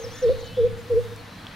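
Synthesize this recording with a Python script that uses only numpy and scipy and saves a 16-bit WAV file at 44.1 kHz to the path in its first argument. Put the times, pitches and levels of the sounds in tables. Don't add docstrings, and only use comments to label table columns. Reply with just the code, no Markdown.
import sys
import numpy as np
from scipy import signal
from scipy.fft import rfft, irfft
from scipy.io import wavfile
from scipy.ndimage import uniform_filter1d

SR = 44100
rng = np.random.default_rng(int(sys.argv[2]) if len(sys.argv) > 2 else 0)


def generate_wav(signal):
    frames = np.transpose(np.atleast_2d(signal))
    scaled = np.clip(frames, -1, 1) * 32767
    pcm = np.round(scaled).astype(np.int16)
    wavfile.write(sys.argv[1], SR, pcm)


N = 68355
LEAD_S = 0.25
SONG_T60_S, SONG_PAN_DB = 0.68, 1


def amp(db):
    return 10 ** (np.asarray(db) / 20)


def unit(x):
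    return x / np.sqrt(np.mean(x ** 2) + 1e-20)


def curve(points, at):
    return np.interp(at, *np.transpose(points))


def by_hz(points, hz):
    f, value = np.transpose(points)
    return np.interp(np.log(hz + 1), np.log(f + 1), value)


def pan(db):
    return amp([[db / 2], [-db / 2]])


def waver(size, hz):
    f = np.fft.rfftfreq(2 * N, 1 / SR)
    return unit(irfft(rfft(rng.standard_normal(2 * N)) / (1 + (f / hz) ** 4)))[:size]


def flick(u):
    return -u * np.exp(-u ** 2)


def add(track, start_s, sound):
    part = track[max(round((start_s + LEAD_S) * SR), 0):][:len(sound)]
    part += sound[:len(part)]


def arrival_gap(x, lag_s):
    delay = np.exp(-2j * np.pi * np.fft.rfftfreq(2 * N, 1 / SR) * lag_s)
    return np.array([irfft(rfft(x[0], 2 * N) * delay)[:N], x[1]])


def thicket(track, wet_db, t60_s, echoes=()):
    t, build_s = np.arange(SR) / SR, 0.0096
    taps = rng.standard_normal((3, SR)) * (rng.random((3, SR)) < 3000 / SR)
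    tail = taps[0] + 0.2 * taps[1:]
    tail *= amp(-60 * t / t60_s) * (1 - np.exp(-(t / build_s) ** 2))
    response = amp(wet_db) * tail / np.linalg.norm(tail[0])
    response[:, 0] += 1
    for delay, db in echoes:
        response[:, round(delay * SR)] += amp(db)
    return signal.fftconvolve(track[None], response, axes=1)[:, round(LEAD_S * SR):][:, :N]


def air():
    # frequency_hz, relative_density_db
    spectrum = [(20, -10.5), (70, -2), (135, -3), (190, 0), (265, -6), (400, -15), (620, -10), (900, -11.5),
                (1750, -12.5), (2500, -16.5), (4000, -18), (5000, -23), (6300, -26.5), (7300, -30.5),
                (10000, -31.5), (15800, -38)]
    # frequency_hz, correlation
    coherence = [(30, 0.98), (100, 1), (250, 1), (600, 0.48), (1400, 0.73), (2500, 0.77), (5000, 0.8),
                 (8000, 0.48), (13000, 0.885)]
    # frequency_hz, left_over_right_db
    balance = [(60, -2.5), (400, -1.5), (1200, 1.8), (2500, 1), (5000, 1.5), (12000, 1)]
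    # time_s, gain_db
    treble = [(0, 1.5), (.3, 2.5), (.47, -1), (.7, 0.5), (.9, -0.5), (1.3, 0), (1.55, 3)]
    # time_s, gain_db
    top_hiss = [(0, 2.5), (.35, 3), (.7, -0.5), (1.05, 4.5), (1.25, -1), (1.55, -2)]
    # middle_s, half_length_s, gain_db
    puffs = [(0.37, 0.13, 16), (0.641, 0.067, 9.5), (0.747, 0.028, 25.5)]
    level_db, rumble_hz = -42, 76.5
    frames, hz = N // 512 + 5, np.fft.rfftfreq(2048, 1 / SR)
    t = np.arange(frames)[:, None] * 512 / SR
    a, b, c, d, patches = rng.standard_normal((frames, len(hz), 5)).transpose(2, 0, 1)
    patches_db = unit(uniform_filter1d(uniform_filter1d(patches, size=6, axis=0), size=20, axis=1))
    same, left = np.clip(by_hz(coherence, hz), -1, 1), a + 1j * b
    right = same * left + np.sqrt(1 - same ** 2) * (c + 1j * d)
    field_db = by_hz(spectrum, hz) + patches_db
    field_db += curve(treble, t) / (1 + (900 / (hz + 1)) ** 4) / (1 + (hz / 6000) ** 4)
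    field_db += curve(top_hiss, t) / (1 + (7000 / (hz + 1)) ** 4)
    wind_db = sum(db * np.exp(-((t - middle) / half) ** 2) for middle, half, db in puffs)
    field_db += wind_db / (1 + (hz / rumble_hz) ** 4)
    side_db = by_hz(balance, hz) / 2
    spectra = np.array([left, right]) * amp([field_db + side_db, field_db - side_db])
    _, noise = signal.istft(spectra.transpose(0, 2, 1), nperseg=2048, noverlap=1536)
    return amp(level_db) * unit(noise[:, :N])


def engine():
    # time_s, rms_level_db
    swell = [(0, -54), (.08, -41.5), (.27, -56.5), (.35, -41), (.49, -50), (.6, -39.5), (.72, -37.5),
             (.81, -50.5), (.93, -38), (1.2, -44.5), (1.32, -57), (1.4, -47), (1.55, -58)]
    # pitch_hz, rms_level_db
    drones = [(200, -56.5), (302, -60.5)]
    pitch_hz = 105.8 * (1 + 0.029 * waver(N, 18))
    hum = amp(curve(swell, np.arange(N) / SR)) * np.sin(2 * np.pi * np.cumsum(pitch_hz) / SR)
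    for hz, db in drones:
        level = amp(db) * (1 + 0.4 * waver(N, 3.7))
        pitch_hz = hz * (1 + 0.019 * waver(N, 16))
        hum += level * np.sin(2 * np.pi * np.cumsum(pitch_hz) / SR)
    return np.sqrt(2) * hum


def twitter():
    # middle_s, half_length_s, centre_hz, half_width_hz, level_db
    bands = [(0.293, 0.064, 3990, 558, -49), (0.439, 0.1, 4093, 547, -49.5),
             (0.608, 0.063, 3510, 400, -55.5)]
    t, out = np.arange(N) / SR, np.zeros((2, N))
    for middle, half, hz, width_hz, db in bands:
        shared, *sides = [waver(N, width_hz) * np.sin(2 * np.pi * (hz * t + rng.random()))
                          for _ in range(3)]
        out += amp(db) * np.exp(-((t - middle) / half) ** 2) * unit(shared + 0.41 * np.array(sides))
    return pan(SONG_PAN_DB) * out


def twigs():
    # start_s, ring_db, pitch_hz, ring_decay_s, click_db, left_over_right_db
    ticks = [(1.1624, -26.5, 7950, 0.00013, -39, -0.5), (1.4684, -25, 3260, 0.0012, -32, -1)]
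    out, t, click_decay_s = np.zeros((2, N)), np.arange(1024) / SR, 0.00073
    for start, ring_db, hz, decay, click_db, side_db in ticks:
        burst = amp(click_db) * rng.standard_normal(len(t)) * np.exp(-t / click_decay_s)
        click = signal.lfilter(*signal.butter(2, min(hz, SR / 3), fs=SR), burst)
        ring = amp(ring_db) * np.sin(2 * np.pi * hz * t) * np.exp(-t / decay)
        track = np.zeros(2 * N)
        add(track, start, ring + click)
        out += pan(side_db) * thicket(track, wet_db=-27, t60_s=0.41)
    return out


def whistles():
    # start_s, length_s, first_hz, last_hz, level_db
    notes = [(.115, .15, 1750, 1834, -49.5), (0.117, 0.083, 3255, 3770, -49.5),
             (0.421, 0.14, 3040, 3005, -48.5), (0.488, 0.052, 2600, 2687, -50.5),
             (0.533, 0.074, 3200, 3670, -49), (1, 0.081, 3700, 3764, -56), (1.17, 0.051, 4456, 4150, -52),
             (1.261, 0.213, 3970, 4113, -53.5)]
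    track = np.zeros(2 * N)
    for start, length, first_hz, last_hz, db in notes:
        u = np.arange(0, length, 1 / SR) / length
        pitch = (first_hz + (last_hz - first_hz) * u) * (1 + 0.013 * waver(len(u), 190))
        level = amp(db) * np.sqrt(abs(np.sin(np.pi * u)))
        add(track, start, level * np.sin(2 * np.pi * np.cumsum(pitch) / SR))
    return pan(SONG_PAN_DB) * thicket(track, wet_db=-2, t60_s=SONG_T60_S)


def chirps():
    # top_s, rise_s, fall_s, top_hz, lowest_hz, level_db
    arches = [(0.015, 0.16, 0.046, 6520, 4866, -43.5), (.068, .015, .028, 6000, 4800, -54),
              (0.124, .015, 0.021, 6000, 5050, -49.5), (0.146, .05, .051, 6900, 4760, -47),
              (.202, .048, 0.046, 6950, 4800, -44.5), (0.395, 0.013, 0.029, 7150, 4680, -51.5),
              (.446, .006, 0.044, 7350, 4150, -49.5), (.785, .012, .032, 7500, 6750, -55)]
    top_db, rising_db, flicker_db, edge_s = -4.5, -3, 3, 0.004
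    track = np.zeros(2 * N)
    for top, rise, fall, hz, low_hz, db in arches:
        t = np.arange(-rise, fall, 1 / SR)
        away = np.where(t < 0, -t / rise, t / fall)
        pitch = (hz + (low_hz - hz) * away ** 1.3) * (1 + 0.01 * waver(len(t), 300))
        level = amp(db + top_db * (1 - away) + rising_db * (t < 0) + flicker_db * waver(len(t), 90))
        level *= np.clip(np.minimum(t + rise, fall - t) / edge_s, 0, 1)
        add(track, top - rise, level * np.sin(2 * np.pi * np.cumsum(pitch) / SR))
    return pan(5.5) * arrival_gap(thicket(track, wet_db=-9.5, t60_s=SONG_T60_S), lag_s=-0.00003)


def throb(hoots):
    # frequency_hz, relative_density_db
    spectrum = [(20, -8), (65, 0), (110, -2), (180, -15.5), (300, -19), (1500, -61)]
    level_db, follow_exponent, lag_s = -26.5, 0.81, 0.016
    pole = np.exp(-1 / (lag_s * SR))
    power = signal.lfilter([1 - pole], [1, -pole], hoots.mean(0) ** 2)
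    envelope = (power / power.max()) ** (follow_exponent / 2)
    colour = amp(by_hz(spectrum, np.fft.rfftfreq(2 * N, 1 / SR)))
    noise = irfft(rfft(rng.standard_normal(2 * N)) * colour)[:N]
    return np.array([[1], [-1]]) * amp(level_db) * unit(noise) * envelope


def coucal():
    # start_s, length_s, level_db, pitch_hz, drift_share_of_pitch, sag_share_of_pitch,
    # dip_db, dip_at_share_of_length, release_s
    hoots = [(-.14, 0.099, -11, 490.9, 0.064, 0.081, 2.3, 0.56, 0.0099),
             (.216, 0.1174, -12.5, 485.3, 0.068, 0.073, 3.1, 0.501, 0.005),
             (.565, 0.12, -12.5, 475.2, -0.022, 0.055, 4.5, .475, 0.011),
             (.894, 0.12, -13, 464.1, -0.01, 0.049, 6.9, 0.46, .018)]
    # share_of_length, gain_db
    swell = [(0, -17), (.09, -8.5), (.21, -2.5), (.45, 0.25), (.69, 0.5), (.82, -3.5), (.92, -8),
             (1, -19.5)]
    # time_s, width_s, scale_share_of_pitch
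    cracks = [(0.2964, 0.0022, 0.26), (0.94, 0.0019, 0.16)]
    # delay_s, gain_db
    echoes = [(.0395, -20.3), (.0595, -24.5), (.0813, -30.5), (.1007, -25), (.1184, -28.5), (.1336, -25.5),
              (.1481, -26.5), (.2211, -31)]
    sag_period, dip_width = 0.722, 0.12
    jitter, shimmer, waver_hz, attack_s = 0.0054, 0.046, 119, 0.012
    track = np.zeros(2 * N)
    for start, length, db, hz, drift, depth, dip_db, dip_at, release in hoots:
        t = np.arange(0, length, 1 / SR)
        u = t / length
        crack = sum(size * flick((start + t - s) / width) for s, width, size in cracks)
        sag = depth * np.cos(2 * np.pi * (u - dip_at) / sag_period)
        pitch = hz * (1 - sag + drift * (u - 0.5) + crack + jitter * waver(len(t), waver_hz))
        level = amp(db + curve(swell, u) - dip_db * np.exp(-((u - dip_at) / dip_width) ** 2))
        level *= np.clip(np.minimum(t / attack_s, (length - t) / release), 0, 1)
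        level *= 1 + shimmer * waver(len(t), waver_hz)
        add(track, start, level * np.sin(2 * np.pi * np.cumsum(pitch) / SR))
    return pan(-0.5) * thicket(track, wet_db=-21, t60_s=1, echoes=echoes)


def scene():
    hoots = arrival_gap(coucal(), lag_s=0.00007)
    return hoots + throb(hoots) + chirps() + whistles() + twitter() + twigs() + engine() + air()


def record(dry):
    low_pass = signal.firwin(511, cutoff=15850, window=("kaiser", 9), fs=SR)
    return signal.oaconvolve(dry, low_pass[None], "same")


dry = scene()
out = record(dry)
generate_wav(out)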